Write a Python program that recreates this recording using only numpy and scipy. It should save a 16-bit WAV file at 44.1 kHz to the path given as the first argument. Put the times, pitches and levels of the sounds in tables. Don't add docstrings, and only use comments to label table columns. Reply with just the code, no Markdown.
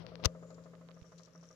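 import sys
import numpy as np
from scipy import signal
from scipy.fft import rfft, irfft
from scipy.io import wavfile

SR = 44100
rng = np.random.default_rng(int(sys.argv[2]) if len(sys.argv) > 2 else 0)


def log_audio(samples):
    frames = np.atleast_2d(samples).T
    limited = np.clip(frames, -1, 1)
    pcm = np.round(limited * 32767).astype(np.int16)
    wavfile.write(sys.argv[1], SR, pcm)


N = 68355


def amp(db):
    return 10 ** (np.asarray(db) / 20)


def clock():
    return np.arange(N) / SR


def curve(rows):
    times, *columns = np.array(rows, float).T
    return [np.interp(clock(), times, c) for c in columns]


def pan(x, db):
    return x * amp(np.array([np.minimum(db, 0), np.minimum(-db, 0)]).reshape(2, -1))


def response(eq):
    hz, db = np.array(eq, float).T
    size = 2 ** 12
    bins_hz = np.arange(size // 2 + 1) * SR / size
    gain = amp(np.interp(np.log(bins_hz + 1), np.log(hz), db))
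    cepstrum = irfft(np.log(gain))
    cepstrum[1:size // 2] *= 2
    cepstrum[size // 2 + 1:] = 0
    impulse = irfft(np.exp(rfft(cepstrum)))
    return impulse / np.abs(impulse).max()


def through(x, impulse):
    return signal.fftconvolve(x, impulse)[:N]


def noise(eq):
    y = irfft(rfft(rng.standard_normal(N)) * rfft(response(eq), N), N)
    return y / y.std()


def wide(eq, mono):
    return np.sqrt(mono) * noise(eq) + np.sqrt(1 - mono) * np.array([noise(eq), noise(eq)])


def walk(rate_hz):
    steps = rng.standard_normal(2 ** 11)
    return np.interp(clock() * rate_hz, np.arange(len(steps)), steps)


def pulses(rows):
    y = np.zeros(N)
    for s, db in rows:
        y[int(np.clip(s * SR, 0, N - 1))] += amp(db)
    return y


def ring(modes):
    t = clock()
    return sum(amp(db - 60 * t / t60) * np.sin(2 * np.pi * hz * t) for hz, db, t60 in modes)


def burst(age, rise, hold, fall):
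    return np.exp(np.minimum(age, 0) / rise - np.maximum(age - hold, 0) / fall)


# (frequency [Hz], gain [dB])
ROOM_EQ = [(25, 1), (60, -7.5), (140, 6.5), (300, 3), (800, -10.5), (1300, -2), (2500, -11), (5000, -14),
           (7000, -21.5), (8500, -25.5), (14500, -27.5), (15500, -54.5)]

def room():
    return wide(ROOM_EQ, mono=0.067) * amp(-70.5)


# (time [s], gain [dB], pan [dB])
DRIFT = [(0, 2, 6), (.3, 2, 4), (.55, 0.5, 6.5), (.85, -4.5, 2.5), (1.2, -8.5, 0.5), (1.55, -9, 0)]

def mic_drift(x):
    db, side = curve(DRIFT)
    return pan(x * amp(db), side)


# (time [s], level [dB], pan [dB])
HUM_RIDE = [(0.0, -51.5, 12), (0.056, -54.5, 9.5), (0.084, -78, 3), (0.114, -54.5, 8), (0.21, -52.5, 3),
            (0.32, -52, 4.0), (0.696, -57, 5), (0.894, -56.5, 2.5), (0.966, -57.5, 7), (1.046, -65.5, -2),
            (1.084, -57, 1), (1.114, -75, 0.5), (1.144, -59, 2.5), (1.2, -56, 4.0), (1.258, -69, -2),
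            (1.286, -62.5, 2.0), (1.326, -71, -1.0), (1.382, -54, 0), (1.454, -59.5, 4.0), (1.55, -69, 0.0)]
# (frequency [Hz], level [dB])
DRIVE_TONES = [(69.6, -24.5), (118.8, -20.5), (247.4, -22), (279, -22.5)]

def motor():
    hum_hz, sag_hz_per_s, flutter = 169.9, 0.9, 0.0013
    speed = (1 - sag_hz_per_s * clock() / hum_hz) * (1 + flutter * walk(36))
    phase_per_hz = 2 * np.pi * np.cumsum(speed) / SR
    db, side = curve(HUM_RIDE)
    hum = np.sqrt(2) * amp(db + 0.5 + np.abs(side) / 3) * np.sin(hum_hz * phase_per_hz)
    tones = sum(amp(level + 2 * walk(6.1)) * np.sin(hz * phase_per_hz + rng.uniform(0, 2 * np.pi))
                for hz, level in DRIVE_TONES)
    return pan(hum, side) + mic_drift(tones * amp(-47.5))


# (frequency [Hz], gain [dB])
RUMBLE_EQ = [(25, -21), (70, -13), (130, 0.5), (220, -10.5), (330, -12), (520, -0.5), (760, -20),
             (1200, -16), (2200, -34), (8000, -51)]

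def rumble():
    return mic_drift(wide(RUMBLE_EQ, mono=0.73) * amp(-60.5))


# (time [s], level [dB])
RUB_RIDE = [(0, -54), (.025, -55), (.045, -66.5), (.085, -56), (.13, -63), (.19, -64), (.22, -64),
            (.238, -45.5), (.262, -55), (.28, -63), (.31, -80.5)]
# (frequency [Hz], gain [dB])
RUB_EQ = [(25, -1.5), (100, 13), (250, 4), (700, 0.5), (1800, -11), (4500, -11.5), (5800, -15),
          (7200, -53.5), (16000, -49.5)]

def rub():
    friction = noise(RUB_EQ) * amp(curve(RUB_RIDE)[0] + 5.5 + 0.87 * walk(300))
    return pan(friction, db=35)


KNOCK_ACCENTS = [-0.12, 2.6, 1.7, 2, 0.98, 2.1, 1.8, 0.83, 2, 0.45, -0.84, 0.9, -0.94, -1.73, 1.8, -0.62,
                 -2.3, 0.97, 0.26, -0.64]
# (frequency [Hz], level [dB], t60 [s])
CABINET_MODES = [(433, -10.5, 0.2), (468, -1, 0.15), (514, 0, 0.16), (537, -7, 0.14), (625, 1.5, 0.17),
                 (828, -10.5, 0.045), (1106, -8, 0.062), (1212, -6.5, 0.048), (1310, -20.5, 0.022),
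                 (1473, -13.5, 0.053), (1707, -10.5, 0.02), (1990, -11, .022)]
# (delay [s], frequency [Hz], level [dB])
THROBS = [(0.029, 520.7, 2), (.043, 522, -4), (.056, 470.3, -3.5)]
# (delay [s], level [dB])
BOUNCES = [(0, -2), (.0058, -9.5), (.0116, -6.5)]
# (frequency [Hz], gain [dB])
CHATTER_EQ = [(200, -24), (500, -1.5), (800, -13.5), (1250, 10), (1550, -3.5), (2050, -5), (2600, -20),
              (16000, -52)]

def wheel():
    first_s, turn_s, attack_s, throb_width_s, crossover_hz = 0.0407, 0.07702, 0.001, 0.0051, 750
    t = clock()
    knocks = pulses(zip(first_s + turn_s * np.arange(len(KNOCK_ACCENTS)), KNOCK_ACCENTS))
    attack = 1 - np.exp(-(t / attack_s) ** 2)
    throbs = sum(amp(db) * np.exp(-((t - s) / throb_width_s) ** 2) * np.sin(2 * np.pi * hz * t)
                 for s, hz, db in THROBS)
    low_ring = attack * ring(m for m in CABINET_MODES if m[0] < crossover_hz)
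    high_ring = attack * ring(m for m in CABINET_MODES if m[0] >= crossover_hz)
    body = through(knocks, low_ring + throbs) * amp(-53)
    panels = through(through(knocks, pulses(BOUNCES)), high_ring) * amp(-53)
    shake = through(knocks, attack * burst(t, rise=1, hold=0.006, fall=0.011))
    chatter = wide(CHATTER_EQ, mono=0.23) * shake * amp(-62.5)
    return mic_drift(body) + pan(panels + chatter, db=2 - 3 * t)


# (time [s], level [dB], pan [dB])
TICK_CUES = [(0.0661, -28.5, 31), (0.1555, -27, 43), (0.2002, -47, 10), (0.2392, -23, 22),
             (0.753, -48, -26), (0.8877, -40, -27.5), (0.9098, -45, -31), (.9150, -40.5, -31),
             (1.0145, -44.5, -26), (1.029, -47.5, -12), (1.441, -48, -26)]
# (frequency [Hz], gain [dB])
TICK_EQ = [(100, -3), (800, 1), (2500, 5), (4500, 1.5), (5800, -5.5), (7500, -31), (15000, -43.5)]

def ticks():
    out = 0
    for s, db, side in TICK_CUES:
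        envelope = burst(clock() - s, rise=0.0002, hold=0, fall=0.0051 * amp(-abs(side) / 2))
        tail = 0.075 * amp(db) * rng.standard_normal(N) * envelope
        out += pan(through(pulses([(s, db)]) + tail, response(TICK_EQ)), side)
    return out


# (time [s], peak [dB])
SNAP_CUES = [(.2449, -30.5), (.2484, -18), (.2541, -35), (.2571, -4.5)]
# (frequency [Hz], gain [dB])
SNAP_EQ = [(100, -21), (1000, -28), (2500, -10.5), (4000, -4), (5400, 3.5), (6500, -0.5), (8000, -17.5),
           (11000, -21), (15000, -20.5), (16500, -39.5)]
SCRAPE_EQ = [(40, -16), (250, 7.5), (330, -2.5), (430, 1.5), (550, 7.5), (760, -6.5), (1250, 0.5),
             (1800, -10), (4000, -7), (6200, -9), (8000, -32), (15000, -32), (16500, -39)]

def click():
    envelope = burst(clock() - 0.2495, rise=0.002, hold=0.011, fall=0.0017)
    scrape = noise(SCRAPE_EQ) * amp(-24) * envelope
    snaps = through(pulses(SNAP_CUES), response(SNAP_EQ))
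    return pan(scrape + snaps, db=43.5)


# (time [s], level [dB], starting pitch [Hz], t60 [s], pan [dB])
THUMP_CUES = [(0.2563, -13.5, 103.6, 0.038, 37.5), (1.0191, -36, 112, 0.021, -23)]

def thumps():
    sag_per_s, attack_s = 20, 0.0027
    out = 0
    for s, db, hz, t60, side in THUMP_CUES:
        age = np.maximum(clock() - s, 0)
        phase = 2 * np.pi * np.cumsum(hz * (age > 0) / (1 + sag_per_s * age)) / SR
        envelope = (1 - np.exp(-age / attack_s)) * amp(-60 * (age / t60) ** 1.71)
        out += pan(amp(db) * envelope * np.sin(phase), side)
    return out


# (time [s], level [dB])
BRUSH_RIDE = [(0, -123), (.26, -71.5), (.33, -75.5), (.42, -74), (.48, -73), (.56, -75), (.68, -74.5),
              (.76, -77), (1.05, -75), (1.2, -73), (1.33, -81), (1.46, -71), (1.55, -72.5)]
# (time [s], level [dB], decay [s])
SCUFF_CUES = [(0.5057, -59.5, 0.0058), (.545, -63, 0.0075), (0.636, -68.5, .012), (0.812, -63.5, 0.0027),
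              (1.122, -59, 0.0029), (1.1806, -53.5, 0.007), (1.196, -65.5, 0.027), (1.233, -65.5, 0.042),
              (1.43, -64, 0.0035)]
# (frequency [Hz], gain [dB])
BRUSH_EQ = [(1000, -30), (3500, -9.5), (5000, -3), (6200, 0.5), (7300, 0.5), (7900, -10.5), (10000, -16.5),
            (15000, -32)]
SCUFF_EQ = [(1000, -26.5), (3000, -5), (4800, 2), (6000, 1.5), (7300, -2), (8300, -21), (15000, -34.5)]

def tape():
    brush = noise(BRUSH_EQ) * amp(curve(BRUSH_RIDE)[0] + 0.75 * walk(150))
    grit = noise(SCUFF_EQ) * amp(6.45 * walk(540))
    scuffing = sum(amp(db) * burst(clock() - s, rise=0.0002, hold=0, fall=decay)
                   for s, db, decay in SCUFF_CUES)
    return brush + grit * scuffing


def whistle():
    start_s, pitch_hz, width_hz = 0.48, 7050, 600
    t = clock()
    band = np.real((walk(width_hz) + 1j * walk(width_hz)) * np.exp(2j * np.pi * pitch_hz * t))
    return band * amp(-67.5) * burst(t - start_s, rise=0.069, hold=0.048, fall=0.11)


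# (time [s], level [dB])
CHIRP_CUES = [(1.234, -49), (1.2505, -51), (1.257, -51), (1.3345, -54), (1.3492, -55), (1.358, -46.5),
              (1.378, -51), (1.4115, -51.5), (1.435, -50), (1.455, -50.5), (1.4885, -48), (1.512, -48),
              (1.5285, -50.5)]
# (frequency [Hz], level [dB], t60 [s])
REEL_MODES = [(5610, -4, 0.038), (5807, 12, 0.0074), (6000, 1, 0.0075), (6300, -8, 0.0047)]

def reel():
    faint_from_s, faint_per_s, attack_s, roughness = 0.94, 150, 0.0008, 0.16
    t = clock()
    slips = (rng.random(N) < faint_per_s / SR) * (t > faint_from_s)
    faint = slips * amp(-63 + 2 * rng.standard_normal(N))
    chirp = ring(REEL_MODES) * (1 - np.exp(-t / attack_s))
    chirp /= np.abs(chirp).max()
    return through(pulses(CHIRP_CUES) + faint, chirp) * (1 + roughness * walk(1000))


def port_lag(stereo, lag_s=0.00021):
    t = clock()
    left, right = stereo
    return np.array([left, np.interp(t - lag_s * (1 - t / t[-1]), t, right)])


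def scene():
    machine = motor() + port_lag(rumble() + wheel())
    handling = rub() + ticks() + click() + thumps()
    return room() + machine + handling + pan(tape() + whistle() + reel(), db=26)


def record(dry):
    top_hz = 16650
    return signal.sosfilt(signal.ellip(8, .2, 70, top_hz, fs=SR, output="sos"), dry)


dry = scene()
out = record(dry)
log_audio(out)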